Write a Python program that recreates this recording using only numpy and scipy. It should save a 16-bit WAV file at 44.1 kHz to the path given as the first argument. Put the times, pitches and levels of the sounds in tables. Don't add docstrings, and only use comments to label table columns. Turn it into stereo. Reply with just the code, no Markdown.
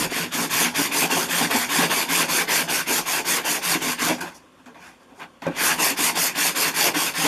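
import sys
import numpy as np
from scipy import signal
from scipy.fft import rfft, irfft, next_fast_len
from scipy.io import wavfile
from scipy.ndimage import uniform_filter1d

SR = 44100
rng = np.random.default_rng(int(sys.argv[2]) if len(sys.argv) > 2 else 0)


def output_pcm(signal):
    pcm = np.clip(np.atleast_2d(signal).T, -1, 1) * 32767
    wavfile.write(sys.argv[1], SR, np.round(pcm).astype(np.int16))


def field_ratio(decibels):
    return 10 ** (np.asarray(decibels, dtype=float) / 20)


N = 320607

# (turn time [s], speed [dB], pressure [dB], lean toward the end [dB], rest level at the turn [dB])
PUSHES = [(-0.1, -20.5, -22.5, 7, -30), (0.303, -20.5, -22, 4, -43.5), (0.732, -19, -21, -7.5, -39),
          (1.088, -19.5, -20.5, -10.5, -33.5), (1.49, -20, -20.5, -7, -32), (1.887, -19, -18.5, -6.5, -31),
          (2.271, -18.5, -19, -1, -33), (2.669, -19.5, -21, -4.5, -37.5), (3.045, -19.5, -21, 4.5, -38),
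          (3.429, -19.5, -21.5, 2.5, -38), (3.797, -21, -22.5, -6.5, -36), (5.772, -17, -19.5, -5, -33),
          (6.138, -17.5, -21, -6.5, -35.5), (6.539, -17, -20, 1.5, -35.5), (6.93, -19, -20.5, -4.5, -36)]
# (turn time [s], speed [dB], pressure [dB], lean toward the end [dB], rest level at the turn [dB])
PULLS = [(0.089, -23.5, -22.5, 3, -38.5), (0.484, -17, -18.5, 2.5, -36), (0.901, -17.5, -19, 8, -35),
         (1.277, -19, -18, 9, -32), (1.676, -18, -17, 11, -34.5), (2.071, -17, -17, 5.5, -36),
         (2.463, -16.5, -18, -6, -37.5), (2.852, -17, -19.5, -1.5, -39), (3.234, -17.5, -20, 0, -39),
         (3.605, -17.5, -20, 8, -37.5), (3.97, -18.5, -19, 5, -39.5), (5.536, -16.5, -18, 4, -47.5),
         (5.953, -15.5, -19, 2, -39.5), (6.336, -16, -19.5, 4, -41), (6.728, -16, -18, 8, -36),
         (7.128, -19, -19.5, 13, -37)]
# (time [s], peak [dB], ring [Hz], length [s])
BUMPS = [(0.379, -21.5, 237, 0.034), (0.637, -25, 248, 0.035), (0.782, -18, 292, 0.033),
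         (1.015, -20.5, 274, 0.018), (1.16, -21, 400, .03), (1.33, -21, 540, .03), (1.22, -24, 540, .03),
         (1.129, -21.5, 269, 0.048), (1.29, -28.5, 260, 0.03), (1.41, -15.5, 250, 0.022),
         (1.546, -14.5, 250, 0.024), (1.75, -21, 780, .025), (1.787, -13, 259, 0.024),
         (1.82, -20, 742, 0.027), (2.09, -25.5, 264, 0.033), (2.338, -26, 255, 0.029),
         (2.607, -24, 257, 0.021), (2.63, -29.5, 165, 0.032), (3.751, -17, 312, 0.016),
         (3.86, -22, 250, 0.037), (4.016, -20.5, 250, 0.026), (4.092, -15.5, 313, 0.037),
         (4.228, -24.5, 358, 0.024), (4.662, -36.5, 250, 0.028), (5.113, -41.5, 257, 0.037),
         (5.421, -35, 260, 0.02), (5.907, -25, 274, 0.023), (5.988, -21, 288, 0.017),
         (6.373, -29, 277, 0.03), (6.954, -19, 310, 0.025), (7.21, -20, 780, .025),
         (7.18, -27.5, 169, 0.022), (7.25, -16, 480, 0.02), (7.237, -17, 283, 0.03)]
# (time [s], peak [dB], ring [Hz], length [s])
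SNAGS = [(0.533, -21, 1100, 0.018), (1.05, -16, 791, 0.018), (1.105, -18, 956, 0.018),
         (1.407, -12, 767, 0.018), (1.508, -17, 673, 0.018), (1.788, -15, 1090, 0.018),
         (1.899, -17, 912, 0.018), (1.976, -15, 1080, 0.018), (2.089, -23, 1080, 0.018),
         (2.408, -21, 794, 0.018), (2.493, -19, 980, 0.018), (2.595, -19, 923, 0.018),
         (2.873, -22, 991, 0.018), (2.981, -16, 842, 0.018), (3.161, -20, 982, 0.018),
         (3.251, -25, 991, 0.018), (3.75, -17, 1080, 0.018), (3.861, -21, 1030, 0.018),
         (3.994, -22, 1000, 0.018), (4.088, -17, 966, 0.018),
         (5.687, -15, 840, 0.018), (5.799, -16, 1020, 0.018), (6.073, -19, 746, 0.018),
              (6.167, -19, 1050, 0.018), (6.45, -19, 764, 0.018), (6.807, -17, 829, 0.018),
              (6.878, -16, 853, 0.018), (6.946, -19, 910, 0.018), (7.14, -26, 910, 0.018)]
# (time [s], peak [dB])
BITES = [(1.1019, -24), (1.509, -11.5), (1.9061, -24), (2.0892, -18), (2.4904, -16), (4.3495, -48),
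         (4.5964, -47), (5.1961, -37), (6.9426, -18), (7.1382, -23)]
# (time [s], looseness [dB])
SLACK = [(0, 6.5), (.4, 4), (1.2, 0.5), (2, -0.5), (3.2, -2), (4.2, 3), (5.5, -1.5), (6.3, -0.5),
         (7.27, -3.5)]
# (frequency [Hz], level [dB])
PAPER = [(2500, -46), (3600, -19), (4400, -1.5), (7000, -1.5), (9500, -2.5), (12500, -2), (13400, -7),
         (14400, -10), (14700, -17), (15400, -36)]
# (frequency [Hz], width [Hz], level [dB])
BLOCK = [(1064, 110, -1), (1333, 524, -5.5), (1623, 258, 0.5), (1984, 406, -2), (2400, 350, 0),
         (2737, 272, -1.5), (3443, 654, -6.5)]
# (frequency [Hz], width [Hz], level [dB])
SHELL = [(250, 50, -0.5), (345, 95, 0), (448, 65, 2), (537, 58, 2), (707, 121, 1.5), (808, 91, 2),
         (937, 156, 0)]
# (frequency [Hz], width [Hz], level [dB])
SWAY_MODES = [(96.4, 23, -11), (173.4, 21, -2.5)]
# (frequency [Hz], gain [dB])
BASS_CUT = [(30, -26), (70, -5), (100, -5.5), (122, -6.5), (170, 0.5), (200, -3.5), (230, 0)]
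# (time [s], 20 dB decay [s], block [dB], paper re block [dB], shell re block [dB])
TOUCHES = [(4.207, 0.12, -25, -3.5, -6), (4.346, 0.07, -51, 11, 1), (4.659, 0.07, -40, -6, -5),
           (4.745, 0.2, -44, -14, -3.5), (5.197, 0.1, -39, -13, -4), (5.42, 0.3, -29, -20.5, -3.5)]
# (middle [s], half length [s], block [dB], paper re block [dB], shell re block [dB])
RUBS = [(4.28, .025, -35, -8, -6), (4.595, .02, -52, -12, -6), (4.19, .03, -32.5, -8, -3),
        (4.368, 0.029, -51, 9, 0), (5.02, .06, -58, 2, -3), (4.866, .11, -42, -4, -9),
        (5.102, .05, -56, -12, 5.5), (5.2, .07, -51, 2, -2), (5.228, 0.042, -32.5, -19, -6),
        (5.475, 0.026, -33, -29, 7)]
# (time [s], peak [dB], ring [Hz], length [s])
TAPS = [(4.208, -24, 1550, .012), (4.212, -30, 3400, .012), (4.438, -48, 530, .015),
        (4.695, -40, 447, .025), (4.745, -42, 1600, .015), (4.89, -44, 1130, .015), (5.181, -38, 396, .012),
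        (5.197, -34, 1090, .01), (5.223, -29, 1090, .01), (5.224, -35, 2400, .015), (5.42, -27, 813, .006),
        (5.491, -19, 310, .014)]
# (frequency [Hz], width [Hz], level [dB])
SCUFF = [(700, 110, -5), (880, 120, -3), (1110, 160, -1), (1320, 110, -3), (1560, 180, 0), (2050, 260, -5),
         (2420, 200, -2.5), (2950, 400, -9), (3450, 500, -11)]
# (frequency [Hz], level [dB], t60 [s])
KNOCK = [(169, -9, 0.09), (269, -10, 0.15), (352, -10.5, 0.15), (453, -9, 0.08), (550, 7, 0.087),
         (650, -15, .06), (770, -16, .08), (1105, -7, 0.067), (1570, -6, .04), (2595, -24, .03)]
# (frequency [Hz], t60 [s])
WALLS = [(150, 0.44), (1000, 0.11), (4000, 0.13), (12000, 0.072)]
# (frequency [Hz], level [dB], likeness [0-1])
PORTS = [(45, -6.5, 0.3), (175, 0.5, .96), (260, 1, 0.9), (370, -0.5, 0.9), (520, -6, 0.9), (640, -22, 0),
         (758, -5, 0.5), (860, -4.5, 0.95), (1280, -5, 0.5), (1580, -8, 0.27), (2340, -14.5, 0.5),
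         (3120, -8.5, 0.21), (4250, -9, 0), (4800, -6.5, 0.55), (5600, -11, 0), (6800, -6, 0.48),
         (7250, -11, 0), (8000, -16.5, 0), (10000, -25.5, 0), (13100, -91, .75), (14600, -90, .3)]
# (frequency [Hz], phase lag [rad])
LATE = [(170, 0), (370, 1.2), (560, 2.4), (690, 5.6), (820, 6.4), (1080, 7.9), (1270, 8.6), (1440, 6.8),
        (2300, 9.2), (2750, 14.5), (3100, 15.5), (4000, 17.6), (4700, 18.6), (5400, 22.2), (6900, 26),
        (7400, 28.2), (8100, 32.5), (10400, 36.2), (14600, 36.5)]
# (frequency [Hz], level [dB])
AIR = [(20, -40), (60, -7), (120, -8), (250, -6), (450, -5.5), (900, -11), (1400, -8.5), (2200, -17),
       (3400, -17), (4500, -28), (8000, -28), (12000, -33.5), (15000, -49)]
# (frequency [Hz], width [Hz], level [dB])
FAN = [(253, 31, -5), (533, 45, 0.5), (1075, 70, -7), (1480, 110, -12)]
# (frequency [Hz], left-right likeness [-1 to 1])
OPPOSED = [(60, 0.038), (500, -0.84), (1100, -0.64), (2000, -0.37), (4000, 0)]
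# (frequency [Hz], width [Hz], depth [0-1])
NOTCHES = [(3925, 280, .24), (3928, 95, .7), (7868, 120, .93)]

PAUSE_S = 4.17, 5.53
SPEEDING_UP, SLOWING_DOWN = [0.17, 0.21], [0.21, 0.25]
RISE_LINGER_PER_DB, FALL_LINGER_PER_DB, USUAL_REST_DB = 0.0176, 0.0332, -36
RESTART_SLOWER = 1.21
HISS_EARLY_DB, HISS_LATE_DB, HISS_REST_DB = [-2.5, -2.5], [-2, -2], -0.5
SHELL_DB, SHELL_REST_DB = [-8, -8.5], -0.2
HISS_LEAN, BLOCK_LEAN = 0.066, 0.42
HISS_REST_SHARE = 0.067
LAG, STICK_S, STILL_DB = [1.115, 0.96, 0.98], [0.0082, 0.0015, 0.0021], [-63, -63, -59]
LIFT_S = 0.04
TOUCH_RISE_S = 0.0015
SNAG_DB = -2.5
BOOM_HZ, BOOM_SHARE = 324, 0.9
TURN_HUSH = 0.3
SWAY_DB, SWAY_BUMP_DB, SWAY_S = -14, -10, 0.042
KNOCK_S, KNOCK_DB, TICK_DB = 5.467, -13.5, -30
BOUNCE_S, BOUNCE_DB = 0.01164, -7
TRAVEL_S, STROKES_PER_S = 0.0007, 2.58
RUMBLE_DB, AIR_DB, FAN_DB = -61.5, -50, -48
TOP_HZ, TOP_HZ_PER_DB = [14050, 14650], 60


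def evened(x):
    return x / np.sqrt(np.mean(x ** 2) + 1e-20)


def read(points, hz, axis=1):
    table = np.transpose(points)
    return np.interp(np.log(hz + 1), np.log(table[0] + 1), table[axis])


def shaped(x, gain):
    size = next_fast_len(N)
    spectrum = rfft(x, size) * gain(np.fft.rfftfreq(size, 1 / SR))
    return irfft(spectrum, size)[..., :N]


def modes(table):
    def gain(hz):
        total = 0
        for k, (f, width, db) in enumerate(table):
            damping = 1j * width * hz
            total = total + (-1) ** k * field_ratio(db) * damping / (f * f - hz * hz + damping)
        return total
    return gain


def through(drive, level, gain):
    mean_power = np.mean(abs(gain(np.linspace(1, SR / 2, num=4096))) ** 2)
    return shaped(drive * level, gain) / np.sqrt(mean_power)


def add(mix, s, sound):
    part = mix[round(s * SR):][:len(sound)]
    part += sound[:len(part)]


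def grit(per_s, spread_db):
    size = field_ratio(spread_db * np.minimum(rng.exponential(1, (2, N)), 5))
    sign = rng.choice([-1., 1.], (2, N))
    return evened(size * sign * (rng.random((2, N)) < per_s / SR))


def patchy(x, patchy_db, flicker_db):
    z = signal.stft(x, nperseg=512, noverlap=256)[2]
    field = rng.standard_normal(z.shape[1:])
    patches = evened(uniform_filter1d(uniform_filter1d(field, size=4, axis=0), size=8, axis=1))
    flicker = evened(field.mean(0))
    z = z * field_ratio(patchy_db * patches + flicker_db * flicker)
    return signal.istft(z, nperseg=512, noverlap=256)[1][:, :N]


def stroking(t):
    rows = np.array(sorted([(*r, 0) for r in PUSHES] + [(*r, 1) for r in PULLS]))
    start, speed, pressure, lean, rest, way = rows.T
    pick = lambda pair: np.take(pair, way.astype(int))
    end = start + np.minimum(np.diff(start, append=9), 0.24)
    end[(start < PAUSE_S[0]) & (end > PAUSE_S[0])] = PAUSE_S[0]

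    rise = pick(SPEEDING_UP) * (end - start)
    fall = pick(SLOWING_DOWN) * (end - start)
    rise = rise * (1 + RISE_LINGER_PER_DB * (USUAL_REST_DB - rest))
    fall = fall * (1 + FALL_LINGER_PER_DB * (USUAL_REST_DB - np.roll(rest, shift=-1)))
    rise[np.searchsorted(start, PAUSE_S[0])] *= RESTART_SLOWER

    paper_rest = rest + HISS_REST_DB + HISS_REST_SHARE * (rest - USUAL_REST_DB)
    paper_tilt, block_tilt = HISS_LEAN * lean / 2, BLOCK_LEAN * lean / 2
    shell = pressure + pick(SHELL_DB)
    layers = [
        (paper_rest, speed + pick(HISS_EARLY_DB) - paper_tilt, speed,
         speed + pick(HISS_LATE_DB) + paper_tilt),
        (rest, pressure - block_tilt, pressure, pressure + block_tilt),
        (rest + SHELL_REST_DB, shell - lean / 2, shell, shell + lean / 2)]
    stop_s = [PAUSE_S[0], PAUSE_S[0] + LIFT_S, PAUSE_S[1] - LIFT_S]
    gains = []
    for db, still_db, lag, stick_s in zip(layers, STILL_DB, LAG, STICK_S):
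        up, down = start + lag * rise, end - lag * fall
        free = start + stick_s
        grip_s = free + 0.32 * lag * rise
        grip_db = db[0] + 0.66 * (db[1] - db[0])
        stop_db = [db[0].mean() - 1.5, still_db, still_db]
        s = np.concatenate([free, up, (up + down) / 2, down, grip_s, stop_s])
        level_db = np.concatenate([*db, grip_db, stop_db])
        order = np.argsort(s)
        gains.append(field_ratio(np.interp(t, s[order], level_db[order])))
    return np.array(gains)


def contacts():
    short = np.arange(SR // 4) / SR
    thuds, jolts, bites = np.zeros((3, N))
    snags = [(s, db + SNAG_DB, hz, length) for s, db, hz, length in SNAGS]
    for s, db, hz, length in [*BUMPS, *TAPS, *snags]:
        u = short / max(length, 0.004)
        add(thuds, s, field_ratio(db) * 5 * u * np.exp(-3 * u) * np.sin(2 * np.pi * hz * short))
    for s, db, _, length in BUMPS:
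        u = short / max(length, 0.004)
        add(jolts, s, field_ratio(db) * 4 * u * np.exp(-3 * u))
    for s, db in BITES:
        add(bites, s, field_ratio(db - 4.0 - 60 * short / 0.1))
    return thuds, jolts, bites


def paper_hiss(grains, paper):
    tearing = patchy(grains, 2.5, 0.9)
    colour = lambda hz: field_ratio(read(PAPER, hz))
    dull = lambda hz: 1 / (1 + (hz / 7500) ** 4)
    fast = np.clip(paper / field_ratio(-20.0), 0.008, 2) ** 0.37
    low = shaped(through(tearing, paper, colour), dull)
    high = shaped(through(tearing, paper * fast, colour), lambda hz: 1 - dull(hz))
    return low + high


def block_ring(grains, block, paused):
    rubbing = patchy(grains, 2.5, 0.62)
    return through(rubbing, block * ~paused, modes(BLOCK)) + through(rubbing, block * paused, modes(SCUFF))


def shell_drum(drive, paused, slack_db):
    coarse = patchy(grit(5000, 2.6), 2.0, 1.4)
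    drum = through(coarse, drive, modes(SHELL))
    boom = shaped(drum, lambda hz: 1 / (1 + (hz / BOOM_HZ) ** 6))
    hush = np.where(paused, 1, np.clip(drive / field_ratio(-32.0), 0.05, 1) ** TURN_HUSH)
    return (drum - boom) * hush + boom * field_ratio(BOOM_SHARE * slack_db - 1.5)


def fuselage_sway(grains, shell, jolts, slack_db):
    after_bump = uniform_filter1d(jolts, size=round(SWAY_S * SR))
    rocking = np.hypot(field_ratio(SWAY_DB) * shell, field_ratio(SWAY_BUMP_DB) * after_bump)
    return through(grains, rocking * field_ratio(slack_db), modes(SWAY_MODES))


def sanding():
    t = np.arange(N) / SR
    paper, block, shell = np.hypot(stroking(t), shuffling(t))
    thuds, jolts, bites = contacts()
    paused = (t > PAUSE_S[0]) & (t < PAUSE_S[1])
    slack_db = np.interp(t, *np.transpose(SLACK))
    grains = grit(14000, 2.45)
    hiss = paper_hiss(grains, np.hypot(paper, 0.43 * bites))
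    ring = block_ring(grains, np.hypot(block, bites), paused)
    drum = shell_drum(np.hypot(shell, jolts), paused, slack_db)
    sway = fuselage_sway(grains, shell, jolts, slack_db)
    return hiss + ring + drum + thuds * np.c_[[1, 0.3]] + sway


def walls(x):
    taps = np.zeros((2, SR // 2))
    at = np.arange(200, SR // 2 - 20, 20) + rng.integers(0, 20, (2, (SR // 2 - 201) // 20))
    np.put_along_axis(taps, at, rng.choice([-1., 1.], at.shape), 1)
    hz, t, z = signal.stft(taps, SR, nperseg=256)
    decay = field_ratio(-60 * t / read(WALLS, hz)[:, None])
    tail = signal.istft(z * decay, SR, nperseg=256)[1]
    s = np.arange(N) / SR
    path_s = TRAVEL_S * (2 + np.sin(2 * np.pi * STROKES_PER_S * s) + np.sin(s))
    x = np.array([np.interp(s - path_s, s, side) for side in x])
    return signal.fftconvolve(x, tail / np.linalg.norm(tail[0]), axes=1)[:, :N]


def ports(pair):
    level = lambda hz: field_ratio(read(PORTS, hz))
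    same = lambda hz: np.clip(read(PORTS, hz, axis=2), 0, 1)
    near = shaped(pair[0], lambda hz: level(hz) * same(hz) * np.exp(-1j * read(LATE, hz)))
    other = shaped(pair[1], lambda hz: level(hz) * np.sqrt(1 - same(hz) ** 2))
    return np.array([near + other, pair[0]])


def bench():
    t = np.arange(N) / SR
    working = 1 - 1.1 * np.interp(t, [4.2, 4.4, 5.35, 5.5], [0, 1, 1, 0])
    slow = shaped(rng.standard_normal(N), lambda hz: 1 / (1 + (hz / 1.9) ** 4))
    lumps = field_ratio(4.1 * evened(slow))
    noise = shaped(rng.standard_normal((2, N)), lambda hz: (0.3 + hz / 75) / (1 + (hz / 85) ** 6))
    return field_ratio(RUMBLE_DB) * evened(noise * lumps) * working


def workshop():
    noise = patchy(rng.standard_normal((2, N)), 1.2, 0.44)
    air = field_ratio(AIR_DB) * evened(shaped(noise, lambda hz: field_ratio(read(AIR, hz))))
    air += field_ratio(FAN_DB) * evened(shaped(noise, modes(FAN)))
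    same = lambda hz: np.clip(read(OPPOSED, hz), -1, 1)
    right = shaped(air[0], same) + shaped(air[1], lambda hz: np.sqrt(1 - same(hz) ** 2))
    return np.array([air[0], right * field_ratio(-2.0)])


def shuffling(t):
    power = np.zeros((3, N))
    for s, length, db, paper_db, shell_db in TOUCHES:
        fall_db = 20 * np.maximum((s - t) / TOUCH_RISE_S, (t - s) / length)
        power += field_ratio(db + np.c_[[paper_db, 0, shell_db]] - np.minimum(fall_db, 99)) ** 2
    for s, length, db, paper_db, shell_db in RUBS:
        fall_db = 20 * ((t - s) / length) ** 2
        power += field_ratio(db + np.c_[[paper_db, 0, shell_db]] - np.minimum(fall_db, 99)) ** 2
    return np.sqrt(power)


def knock():
    t = np.arange(SR // 2) / SR
    ring = sum(field_ratio(db - 60 * t / t60) * np.sin(2 * np.pi * hz * t) for hz, db, t60 in KNOCK)
    ring = field_ratio(KNOCK_DB) * ring * (1 - np.exp(-t / 0.0008))
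    blow, tick = np.zeros((2, N))
    add(blow, KNOCK_S, ring)
    add(blow, KNOCK_S + BOUNCE_S, field_ratio(BOUNCE_DB) * ring)
    add(tick, KNOCK_S + 0.0006, field_ratio(TICK_DB - 60 * t / 0.012))
    thin = lambda hz: np.exp(-((hz - 6500) / 4200) ** 2)
    return blow * np.c_[[1, 0.3]] + shaped(2.3 * tick * rng.standard_normal((2, N)), thin)


def scene():
    work = shaped(sanding() + knock(), lambda hz: field_ratio(read(BASS_CUT, hz)))
    return ports(work + field_ratio(-14.0) * walls(work)) + bench() + workshop()


def notched(x):
    def gain(hz):
        dips = [np.clip(depth, 0, 1) / (1 + (2 * (hz - f) / width) ** 2) for f, width, depth in NOTCHES]
        return np.prod([1 - dip for dip in dips], axis=0)
    return shaped(x, gain)


def trimmed(x):
    hz, _, z = signal.stft(x, SR, nperseg=2048, noverlap=1024)
    loud_db = 10 * np.log10((abs(z) ** 2).sum(1) + 1e-12)
    quieter_db = np.clip(uniform_filter1d(loud_db, size=9) - np.roll(loud_db, 1, axis=1), -6, 12)
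    waver_hz = 120 * uniform_filter1d(rng.standard_normal(quieter_db.shape), size=2)
    top_hz = np.c_[TOP_HZ] + TOP_HZ_PER_DB * quieter_db + waver_hz
    keep = hz[:, None] < np.round(top_hz / 172)[:, None] * 172
    return signal.istft(z * keep, nperseg=2048, noverlap=1024)[1][:, :N]


def roll_off(x):
    return signal.sosfilt(signal.butter(12, 15240, fs=SR, output="sos"), x)


def record(dry):
    limited = 1.56 * np.tanh(notched(dry) / 1.64)
    return roll_off(trimmed(limited))


dry = scene()
out = record(dry)
output_pcm(out)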